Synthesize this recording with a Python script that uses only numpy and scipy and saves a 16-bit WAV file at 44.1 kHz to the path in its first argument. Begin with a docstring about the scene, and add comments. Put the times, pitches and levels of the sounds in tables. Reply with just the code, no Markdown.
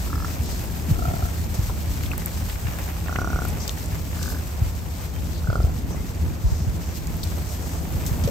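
"""Five bison grunts, trains of throat pulses ringing a resonant throat, heard from an idling truck's cab.
The herd trots through tall grass: noise for the tread and trampled litter, short noise bursts for
snapping stalks, knocks, swishes and one grunt's rough onset, and a hiss for the grass. Low thumps,
perhaps wind or handling at the microphone, are tones sinking in pitch.
Behind are the engine, wavering idle orders in low rumble, and a bird's two faint gliding whistles."""
import sys
import numpy as np
from scipy import signal
from scipy.fft import rfft, irfft
from scipy.io import wavfile

SR = 44100
rng = np.random.default_rng(int(sys.argv[2]) if len(sys.argv) > 2 else 0)


def dump(signal):
    """Clip the signal to [-1, 1] and save it as 16-bit WAV at the path in sys.argv[1]."""
    limited = np.clip(np.atleast_2d(signal).T, -1, 1)
    pcm = np.round(limited * 32767).astype(np.int16)
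    wavfile.write(sys.argv[1], SR, pcm)


N = 366030
T = np.arange(N) / SR
HZ = np.fft.rfftfreq(N, 1 / SR)


def amp(db):
    """Decibels to gain."""
    return 10 ** (np.asarray(db) / 20)


def unit(x):
    """Scales to rms 1."""
    return x / np.sqrt(np.mean(x ** 2) + 1e-20)


def read(points, hz):
    """Joins spectrum points by straight lines on a log-frequency axis."""
    f, value = np.transpose(points)
    return np.interp(np.log(hz + 1), np.log(f), value)


def add(mix, start_s, sound):
    """Mixes a sound in at start_s, cut at the end of the mix."""
    part = mix[..., max(round(start_s * SR), 0):][..., :sound.shape[-1]]
    part += sound[..., :part.shape[-1]]


def drift(rate_hz):
    """Noise low-passed at rate_hz, rms 1: a slow random wander."""
    lowpass = 1 / (1 + (HZ / rate_hz) ** 4)
    return unit(irfft(rfft(rng.standard_normal(N)) * lowpass, N))


def band(x, centre_hz, octaves):
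    """Pass band, Gaussian in log frequency."""
    f = np.fft.rfftfreq(x.shape[-1], 1 / SR)
    bell = np.exp(-.5 * (np.log2((f + 1) / centre_hz) / octaves) ** 2)
    return irfft(rfft(x) * bell, x.shape[-1])


def crackle(per_s, range_db, decay_s):
    """Tiny noise bursts at random moments; exponential chance scatters their levels in dB."""
    level_db = range_db * np.minimum(rng.exponential(1, N), 4)
    size = amp(level_db) * (rng.random(N) < per_s / SR)
    power = signal.lfilter([1], [1, -np.exp(-2 / (decay_s * SR))], size ** 2)
    return unit(np.sqrt(power) * rng.standard_normal((2, N)))


# left-right likeness of the microphone pair: f/Hz, correlation [0..1]
LIKENESS_SPECTRUM = [(60, .48), (130, .42), (220, .72), (330, .74), (600, .25), (1200, .2), (4000, .25),
                     (7000, .35), (8800, .97), (9500, 1), (16000, 1)]


def spread(pair, colour_db=0, side_db=0):
    """Colours two unrelated signals and blends them to the pair's likeness; side_db is L-R."""
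    a, b = rfft(pair)
    same = np.clip(read(LIKENESS_SPECTRUM, HZ), 0, 1)
    left = a * amp(side_db / 2)
    right = (same * a + np.sqrt(1 - same ** 2) * b) * amp(-side_db / 2)
    return irfft(np.array([left, right]) * amp(colour_db), N)


# part of the left port's lead present at each frequency: f/Hz, share [0..1]
LEAD_SHARE_SPECTRUM = [(250, 0), (700, 1), (1500, 1), (3500, 0)]


def from_outside(x, lead_turns, body_db, top_db):
    """Sound entering the cab reaches the two ports out of step and unequally loud (R-L dB)."""
    f = np.fft.rfftfreq(x.shape[-1], 1 / SR)
    side = np.array([[-.5], [.5]])
    right_db = read([(200, 0), (700, body_db), (1300, top_db), (4000, 0)], f)
    turns = lead_turns * read(LEAD_SHARE_SPECTRUM, f)
    return irfft(rfft(x) * amp(side * right_db) * np.exp(-2j * np.pi * side * turns), x.shape[-1])


# far whistles: t/s, length/s, peak level/dB, start f/Hz, end f/Hz
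BIRD_WHISTLES = [(5.125, 0.094, -52, 3160, 3060), (5.942, .09, -51, 1970, 2150)]


def bird():
    """Thin whistles: sines gliding linearly in pitch."""
    out = np.zeros(N)
    for start_s, length_s, db, start_hz, end_hz in BIRD_WHISTLES:
        pitch_hz = np.linspace(start_hz, end_hz, round(length_s * SR))
        tone = np.sin(2 * np.pi * np.cumsum(pitch_hz) / SR)
        add(out, start_s, amp(db) * signal.windows.tukey(len(tone), .6) * tone)
    return out


APPROACH_S, APPROACH_DB_PER_S = 7.22, 5


def approach():
    """Growing gain of tread and rumble as one animal walks up to the truck."""
    return amp(APPROACH_DB_PER_S * np.maximum(T - APPROACH_S, 0))


CYCLE_HZ = 7.625  # four-stroke cycle
# idle lines: multiple of CYCLE_HZ, mean sine amplitude/dB
ENGINE_ORDERS = [(8, -34), (10, -31.5), (11, -39), (12, -38.5), (14, -39), (22, -39.5), (30, -52.5)]
# rumble colour: f/Hz, relative level/dB
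RUMBLE_SPECTRUM = [(15, -40), (30, -15.5), (45, -2.5), (62, -3.5), (85, 0.5), (112, -10), (160, -8.5),
                   (200, -13), (300, -17.5), (450, -27), (800, -42), (2000, -63)]


def engine(wander=0.00339, waver_db=0.54, rumble_db=-30.0, swell_db=2.0, fade_db_per_s=0.11,
           throb=0.061, port_turns=0.021):
    """Wavering idle orders in a bed of low rumble that throbs once a crankshaft turn."""
    cycles = np.cumsum(CYCLE_HZ * (1 + wander * drift(1.57))) / SR
    lag = np.array([[0], [port_turns]])  # the cab's sound field puts the ports out of step
    lines = np.zeros((2, N))
    for order, db in ENGINE_ORDERS:
        level = amp(db + waver_db * drift(12.0))
        lines += level * np.sin(2 * np.pi * (order * cycles + rng.random() + lag))
    rumble = unit(spread(rng.standard_normal((2, N)), read(RUMBLE_SPECTRUM, HZ)))
    level_db = rumble_db - fade_db_per_s * T + swell_db * drift(3.1)
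    crank_throb = 1 + throb * np.sin(4 * np.pi * cycles)  # two crank turns a cycle
    return lines + amp(level_db) * approach() * rumble * crank_throb


# low thumps: t/s, envelope peak level/dB, start f/Hz, rise to peak/s, left port lead/turns
LOW_THUMPS = [(0.128, -21.5, 213, 0.036, 0), (0.388, -19.5, 200, 0.022, 0),
              (0.881, -19.5, 330, 0.014, -.05), (0.907, -8, 200, 0.012, -.11),
              (1.079, -14.5, 140, 0.01, 0.0022), (1.225, -14, 165, 0.012, -0.0027),
              (1.584, -13, 180, 0.011, -.08), (1.63, -15, 120, 0.012, -0.025),
              (1.675, -22.5, 240, 0.022, 0), (1.868, -18, 191, 0.027, -0.07),
              (2.42, -23, 190, 0.032, -0.052), (2.525, -19.5, 130, .012, -0.058),
              (2.645, -17.5, 188, 0.01, 0.13), (2.68, -19.5, 198, .01, 0.026),
              (3.331, -18.5, 120, 0.015, 0), (4.616, -8.5, 142, 0.008, -.09), (5.427, -17.5, 156, 0.014, 0),
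              (5.483, -12, 207, 0.011, 0.13), (5.584, -13.5, 160, 0.016, -0.025),
              (5.638, -10.5, 140, 0.0083, -0.045), (6.436, -10, 171, 0.02, -0.18),
              (6.515, -12.5, 171, 0.01, 0.35), (6.6, -20.5, 240, 0.014, 0), (6.664, -14, 199, 0.021, -0.17),
              (6.74, -21, 252, 0.0056, -0.037), (7.241, -23, 225, 0.021, 0), (7.72, -24, 203, 0.019, 0),
              (7.94, -19, 198, 0.017, 0), (8.112, -15, 140, 0.0074, 0.23), (8.243, -14, 267, 0.0098, 0),
              (8.279, -27, 486, 0.0098, 0)]


def thumps(sag=0.25, sag_s=0.013, shudder_db=-18.0, shudder_hz=48, shudder_octaves=0.48, shudder_s=0.029):
    """Low thumps, perhaps wind or handling: tones sinking toward sag times start pitch, plus a shudder."""
    out, shake, t = np.zeros((2, N)), np.zeros(N), T[:SR // 5]
    for at_s, db, hz, rise_s, lead_turns in LOW_THUMPS:
        pitch_hz = hz * (sag + (1 - sag) * np.exp(-t / sag_s))
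        swell = (t / rise_s * np.exp(1 - t / rise_s)) ** 2
        turns = np.cumsum(pitch_hz) / SR + lead_turns * np.array([[.5], [-.5]])
        add(out, at_s, amp(db) * swell * np.sin(2 * np.pi * turns))
        add(shake, at_s, amp(db + shudder_db) * t / shudder_s * np.exp(1 - t / shudder_s))
    deep = unit(spread(band(rng.standard_normal((2, N)), shudder_hz, shudder_octaves)))
    return out + shake * deep


STRIDE_HZ, STRIDE_AT_S = 2.81, 4.98
# herd bustle, thinning to one steady walker before more animals come:
# t/s, rustle level/dB before grass() gain, trampling level/dB before trampling() gain,
# crispness of rustle top/dB, swell per stride/dB (negative: dip)
HERD_BUSTLE = [(0, -45.5, -46, 1, 1.5), (2.35, -45.5, -45.5, 0.5, -1.6), (2.65, -46.5, -43.5, 2, .5),
               (3.2, -47.5, -45.5, -0.5, 1.2), (4.3, -46.5, -47, 1, 0.5), (5.2, -49, -49.5, -0.5, 1.5),
               (5.75, -49, -49.5, -1, 0.5), (6.3, -50, -48.5, -1.5, 0.5), (7, -48, -48, -1, -0.5),
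               (7.6, -46, -47.5, 1, 1), (8.3, -48, -45, 2.5, -2.3)]


def herd_level(column, stride_share):
    """Gain from the bustle of the herd, swelling or dipping at each stride."""
    rows = np.array(HERD_BUSTLE)
    stride = np.cos(2 * np.pi * STRIDE_HZ * (T - STRIDE_AT_S))
    stride_db = np.interp(T, rows[:, 0], rows[:, 4]) * stride
    return amp(np.interp(T, rows[:, 0], rows[:, column]) + stride_share * stride_db)


# rustle colour: f/Hz, relative level/dB
RUSTLE_SPECTRUM = [(500, -20), (2000, -6), (3500, -3), (5000, -1.5), (6500, -1.5), (8000, -1.5),
                   (10000, -2), (11300, -1), (13000, -4), (16000, -5)]
# grass and stalk balance: f/Hz, L-R level/dB
GRASS_BALANCE = [(1500, 0), (4400, 4.5), (6000, 4.5), (8000, 2), (9200, 0)]
# top of the rustle: f/Hz, share taken by the crispness gain [0..1]
CRISP_SPECTRUM = [(6500, 0), (12000, 1)]


def grass(gain_db=6, grain=0.52, flicker_db=1.6):
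    """Blades brush passing bodies: a fine hiss with tiny ticks and a top of varying crispness."""
    ticks = crackle(per_s=190, range_db=-0.5, decay_s=0.00095)
    hiss = rng.standard_normal((2, N)) + grain * ticks
    hiss = unit(spread(hiss, read(RUSTLE_SPECTRUM, HZ), read(GRASS_BALANCE, HZ)))
    top = irfft(rfft(hiss) * read(CRISP_SPECTRUM, HZ), N)
    rows = np.array(HERD_BUSTLE)
    crisp_db = np.interp(T, rows[:, 0], rows[:, 3])
    hiss = hiss - top + top * amp(crisp_db)
    return amp(gain_db + flicker_db * drift(17.8)) * herd_level(column=1, stride_share=1) * hiss


# litter colour: f/Hz, relative level/dB
TRAMPLE_SPECTRUM = [(150, -41), (400, -0.5), (650, 7.5), (900, 5), (1400, 2.5), (2500, 0.5), (4000, -10.5),
                    (8000, -9.5), (16000, -9.5)]


def trampling(gain_db=4, grain=0.76, flicker_db=1.36, lead_turns=0.18, right_db=3):
    """Hooves crush dry litter: a noise wash with small crunches in it."""
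    crunches = crackle(per_s=90, range_db=2.0, decay_s=0.0041)
    wash = rng.standard_normal((2, N)) + grain * crunches
    wash = unit(spread(wash, read(TRAMPLE_SPECTRUM, HZ)))
    wash = from_outside(wash, lead_turns, right_db, 0)
    return amp(gain_db + flicker_db * drift(12.5)) * herd_level(column=2, stride_share=0.15) * wash


# patter swells: spread in time, level against the thump or swish
PATTER_SWELL_S, THUMP_PATTER_DB, SWISH_PATTER_DB = 0.14, -38.5, -4.5


def tread(floor_db=-45.0, centre_hz=430, octaves=1.0):
    """Footfalls blur into a dull noise patter on soil, louder around each low thump and swish."""
    patter = rng.standard_normal((2, N)) + 0.54 * crackle(per_s=21, range_db=3.5, decay_s=0.018)
    swells = [(at_s, db + THUMP_PATTER_DB) for at_s, db, *_ in LOW_THUMPS]
    swells += [(mid_s, db + SWISH_PATTER_DB) for mid_s, _, db, *_ in LEG_SWISHES]
    power = amp(floor_db) ** 2
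    for at_s, db in swells:
        power = power + amp(db) ** 2 * np.exp(-((T - at_s) / PATTER_SWELL_S) ** 2)
    return np.sqrt(power) * approach() * unit(spread(band(patter, centre_hz, octaves)))


# short noise bursts: stalk snaps, knocks, and the rough onset of the third grunt:
# t/s, peak level/dB before spread(), centre f/Hz, width/octaves, decay/s
NOISE_BURSTS = [(1.542, -23.5, 6000, 1, 0.026), (1.697, -19.5, 620, 0.8, 0.0051),
                (2.035, -26, 1750, 0.71, 0.0044), (2.061, -29, 2800, 0.5, .004),
                (2.116, -21, 2500, 0.18, 0.0033), (2.133, -22.5, 1140, 0.64, 0.0054),
                (2.179, -14.5, 11000, 0.34, .0013), (2.260, -10, 10500, 0.38, 0.001),
                (2.497, -26.5, 2200, 0.68, 0.0099), (2.557, -27, 1500, 0.8, 0.0033),
                (2.668, -26, 1900, .6, .005), (3.072, -26.5, 1900, 0.64, 0.0034),
                (3.084, -22, 1200, 0.76, .002), (3.16, -17.5, 1800, 0.51, 0.0037),
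                (3.449, -22, 11000, 0.81, .005), (3.483, -21, 10000, 0.3, .01),
                (3.678, -16.5, 6500, 1, 0.0037), (3.694, -14, 3800, .62, 0.0009),
                (3.86, -19.5, 8000, 0.47, .002), (4.228, -20, 5670, 0.96, 0.0051),
                (4.287, -26, 10000, 1, 0.059), (5.631, -33, 4900, 0.14, 0.0027),
                (7.071, -19, 8000, 0.68, 0.0022), (7.168, -27, 13500, .3, .002),
                (7.232, -25, 4340, 0.28, 0.0072), (7.236, -17.5, 9000, 1, 0.005),
                (8.063, -19.5, 7950, 1, 0.03), (8.239, -26, 660, 0.35, 0.011), (8.238, -24, 4500, 1, 0.018),
                (8.277, -17.5, 500, 0.28, 0.018), (8.275, -23, 4000, 1, 0.0071)]
# legs through grass: middle t/s, length/s, rms level/dB before fades and spread(), centre f/Hz, width/octaves
LEG_SWISHES = [(0.301, 0.2, -45, 5500, 0.55), (0.503, 0.18, -41, 5270, 0.64),
               (3.624, 0.083, -39, 5800, 0.31), (3.665, 0.11, -46, 4300, 0.71),
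               (4.272, 0.2, -41, 6500, 0.82), (5.37, .1, -47, 4200, 0.27), (5.928, 0.059, -44.5, 6000, .12),
               (6.564, 0.36, -47, 5860, 0.38), (6.885, 0.23, -48, 5970, 0.35), (7.25, .13, -47, 5200, 0.46),
               (7.51, 0.12, -44, 6250, 0.38), (7.701, 0.34, -46, 6600, 0.46)]


def bursts_and_swishes():
    """Band-passed noise: decaying bursts for snaps, knocks and a grunt's onset; longer leg swishes."""
    out = np.zeros((2, N))
    t = T[:SR // 10] - .005  # lead-in for the filter's pre-ring
    for at_s, db, hz, octaves, decay_s in NOISE_BURSTS:
        envelope = np.exp(-abs(t) / decay_s) * (t > 0)
        burst = band(rng.standard_normal((2, len(t))) * envelope, hz, octaves)
        add(out, at_s + t[0], amp(db) * burst / abs(burst).max())
    for mid_s, length_s, db, hz, octaves in LEG_SWISHES:
        noise = unit(band(rng.standard_normal((2, SR)), hz, octaves))
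        swish = noise[:, :round(length_s * SR)]
        add(out, mid_s - length_s / 2, amp(db) * swish * signal.windows.tukey(swish.shape[1], .7))
    return spread(out, side_db=read(GRASS_BALANCE, HZ))


def throat(modes, size=4096):
    """Minimum-phase (causal) ring of one pulse in a throat with steep resonances, peak 1."""
    f = abs(np.fft.fftfreq(size, 1 / SR))
    gain = sum(amp(db) / (1 + (1.56 * (f - hz) / width) ** 2) ** 2 for hz, width, db in modes)
    log_gain = np.log(gain + amp(-46))
    ring = np.fft.ifft(np.exp(np.conj(signal.hilbert(log_gain)))).real[:size // 2]
    return ring / abs(ring).max()


SPLIT_HZ = 950  # throat's body below, top above
RASP, START_RASP, START_S, CLOSURE_S = .022, .04, .05, .003  # air share, extra at onset, its decay, pulse decay
HISS, HISS_HZ, HISS_OCTAVES, HISS_S = .13, 4800, .45, .004  # share, centre, width, decay
AIRFLOW_DB = -44  # air between pulses, against effort
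# chest boom under every grunt: f/Hz, width/Hz, level/dB
CHEST_MODE = (135, 150, 4)


def grunt(rows, modes, uneven_db=0.6, wobble=0.006, damping=0.1):
    """Slack vocal folds slap; each slap and its rasp of air ring a throat that keeps changing shape."""
    s, rate_hz, effort_db, mouth_db, stretch, limp_db = np.transpose(rows)
    t = np.arange(s[0], s[-1] + 0.042, 1 / SR)
    turns = np.cumsum(np.interp(t, s, rate_hz)) / SR
    slaps_s = t[(np.diff(np.floor(turns), prepend=-1) > 0) & (t < s[-1])]
    airflow = amp(np.interp(t, s, effort_db) + AIRFLOW_DB) * np.interp(t, [s[-1], t[-1]], [1, 0])
    breath = airflow * rng.standard_normal(len(t))
    voice = signal.fftconvolve(breath, throat(modes + [CHEST_MODE]))[:len(t)]
    u = T[:SR // 50]
    for k, at_s in enumerate(slaps_s):
        strength, shape, loss = rng.standard_normal(3)
        pitch = np.interp(at_s, s, stretch) + wobble * shape
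        now = [(hz * pitch if hz > SPLIT_HZ else hz, width * np.exp(damping * loss), db)
               for hz, width, db in modes]
        rasp = RASP + START_RASP * np.exp((s[0] - at_s) / START_S)
        puff = (u == 0) + rasp * np.exp(-u / CLOSURE_S) * rng.standard_normal(len(u))
        hiss = HISS * np.exp(-u / HISS_S) * band(rng.standard_normal(len(u)), HISS_HZ, HISS_OCTAVES)
        pulse = puff / np.linalg.norm(puff) + hiss
        db = np.interp(at_s, s, effort_db - k % 2 * limp_db) + uneven_db * strength
        add(voice, at_s - s[0], amp(db) * signal.fftconvolve(pulse, throat(now + [CHEST_MODE])))
    low = signal.sosfiltfilt(signal.butter(4, SPLIT_HZ, fs=SR, output="sos"), voice)
    return s[0], low + (voice - low) * amp(np.interp(t, s, mouth_db))  # a closing mouth dulls the top


# one list a grunt: t/s, pulse rate/Hz, effort level/dB, mouth opening as gain above SPLIT_HZ/dB,
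# stretch of resonances above SPLIT_HZ [ratio], drop of every second pulse/dB
GRUNT_TRACKS = [
    [(.072, 32.6, -29, -1.5, 1, 0), (.135, 36.8, -19, 0, 1, 0), (.185, 45.7, -20.5, .5, .99, 0),
     (.225, 44.8, -24.5, 1, .99, 0), (.248, 44.3, -19, 2.5, 1.02, 0), (.27, 45.3, -37, 2, 1, 0),
     (.32, 46.6, -35, 2, 1, 0)],
    [(.958, 29.7, -23.5, 1, .99, 0), (1.055, 33.7, -18.5, 6, 1, 0), (1.085, 34.9, -19, -1.5, 1, 0),
     (1.135, 36.9, -16, -2.5, 1.01, 0), (1.17, 35.5, -20, -3.5, 1, 0), (1.2, 34.3, -21.5, -6, 1, 0),
     (1.23, 33, -21.5, 3, 1, 0), (1.32, 33, -30, 0, .99, 0)],
    [(3.06, 28.5, -28, 9, .98, 0), (3.095, 30.1, -20.5, 8.5, .98, 0), (3.185, 34.2, -13.5, 8.5, 1, 0),
     (3.3, 35.1, -17.5, 6, .995, 0), (3.365, 34.8, -16, 7.5, .985, 0), (3.465, 29.7, -18.5, 5.5, .985, 0)],
    [(4.1685, 42.8, -35, 5, 1, 0), (4.28, 47.6, -28, 4.5, 1, 0), (4.33, 44.1, -34.5, 4.5, 1, 0),
     (4.37, 45.3, -32, 4.5, 1, 0), (4.4, 46.2, -39, 4.5, 1, 0)],
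    [(5.4423, 32.1, -31, 2, 1.03, 0), (5.472, 33.9, -22, 0, 1.03, 0), (5.5, 35.5, -16, .5, 1.015, 0),
     (5.53, 37, -15, -1.5, .965, 0), (5.555, 38.3, -13.5, .5, .96, 0), (5.58, 43.5, -15, -5.5, .94, 10),
     (5.65, 44.4, -17.5, -12, .94, 7), (5.725, 43.9, -22.5, -13, .94, 5)],
]
# one list of resonances a grunt: f/Hz, width/Hz, level/dB
THROAT_MODES = [
    [(320, 120, 2), (1120, 480, -1.5), (1325, 160, 5), (1690, 170, -3), (5200, 450, -13)],
    [(420, 300, -13), (712, 130, 3), (1345, 220, -5)],
    [(350, 400, 2.5), (720, 160, 2.5), (1220, 500, -6), (1435, 130, .5), (5900, 600, -22)],
    [(1200, 260, -4.5), (1510, 170, 0), (1670, 150, -3.5), (4920, 350, -11)],
    [(480, 380, -2.5), (710, 190, -1.5), (1290, 280, -1.5), (1440, 140, 3.5), (3350, 220, -23),
     (4450, 400, -27), (5100, 500, -24.5)],
]
# one row a grunt: left port lead/turns, R-L body level/dB, R-L top level/dB
GRUNT_PLACES = [(.14, 1, 1), (.32, 6, -3), (.12, 2, 3), (.11, 0, 2), (.21, 2.5, 2)]


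def bison(scatter_db=-10.0, t60_s=0.21):
    """Grunts with short scattered echoes off ground and truck: decaying noise as the echo response."""
    dry = np.zeros((2, N))
    for rows, modes, place in zip(GRUNT_TRACKS, THROAT_MODES, GRUNT_PLACES):
        start_s, voice = grunt(rows, modes)
        add(dry, start_s, from_outside(voice, *place))
    t = T[:SR // 4]
    tail = rng.standard_normal((2, len(t))) * amp(-60 * t / t60_s) * (t > .002)
    wet = signal.fftconvolve(dry, tail / np.linalg.norm(tail[0]), axes=1)[:, :N]
    return dry + amp(scatter_db) * wet


def scene():
    """The herd around the idling truck."""
    background = bird() + engine() + thumps()
    return background + grass() + trampling() + tread() + bursts_and_swishes() + bison()


EDGE_HZ = 15800
# left port's lead over the right in the treble: f/Hz, lead/turns
PORT_LEAD_SPECTRUM = [(6500, 0), (8400, .22), (9200, .46), (10900, .54), (11700, .72), (12600, .95),
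                      (14200, 1.04), (15300, 1.33)]


def record(dry):
    """Two microphone ports, increasingly out of phase toward the high treble; then the band limit."""
    left, right = rfft(dry)
    right = right * np.exp(-2j * np.pi * read(PORT_LEAD_SPECTRUM, HZ))
    pair = irfft(np.array([left, right]), N)
    lowpass = signal.firwin(511, EDGE_HZ, window=("kaiser", 9), fs=SR)
    return signal.oaconvolve(pair, lowpass[None], "same", axes=1)


dry = scene()
out = record(dry)
dump(out)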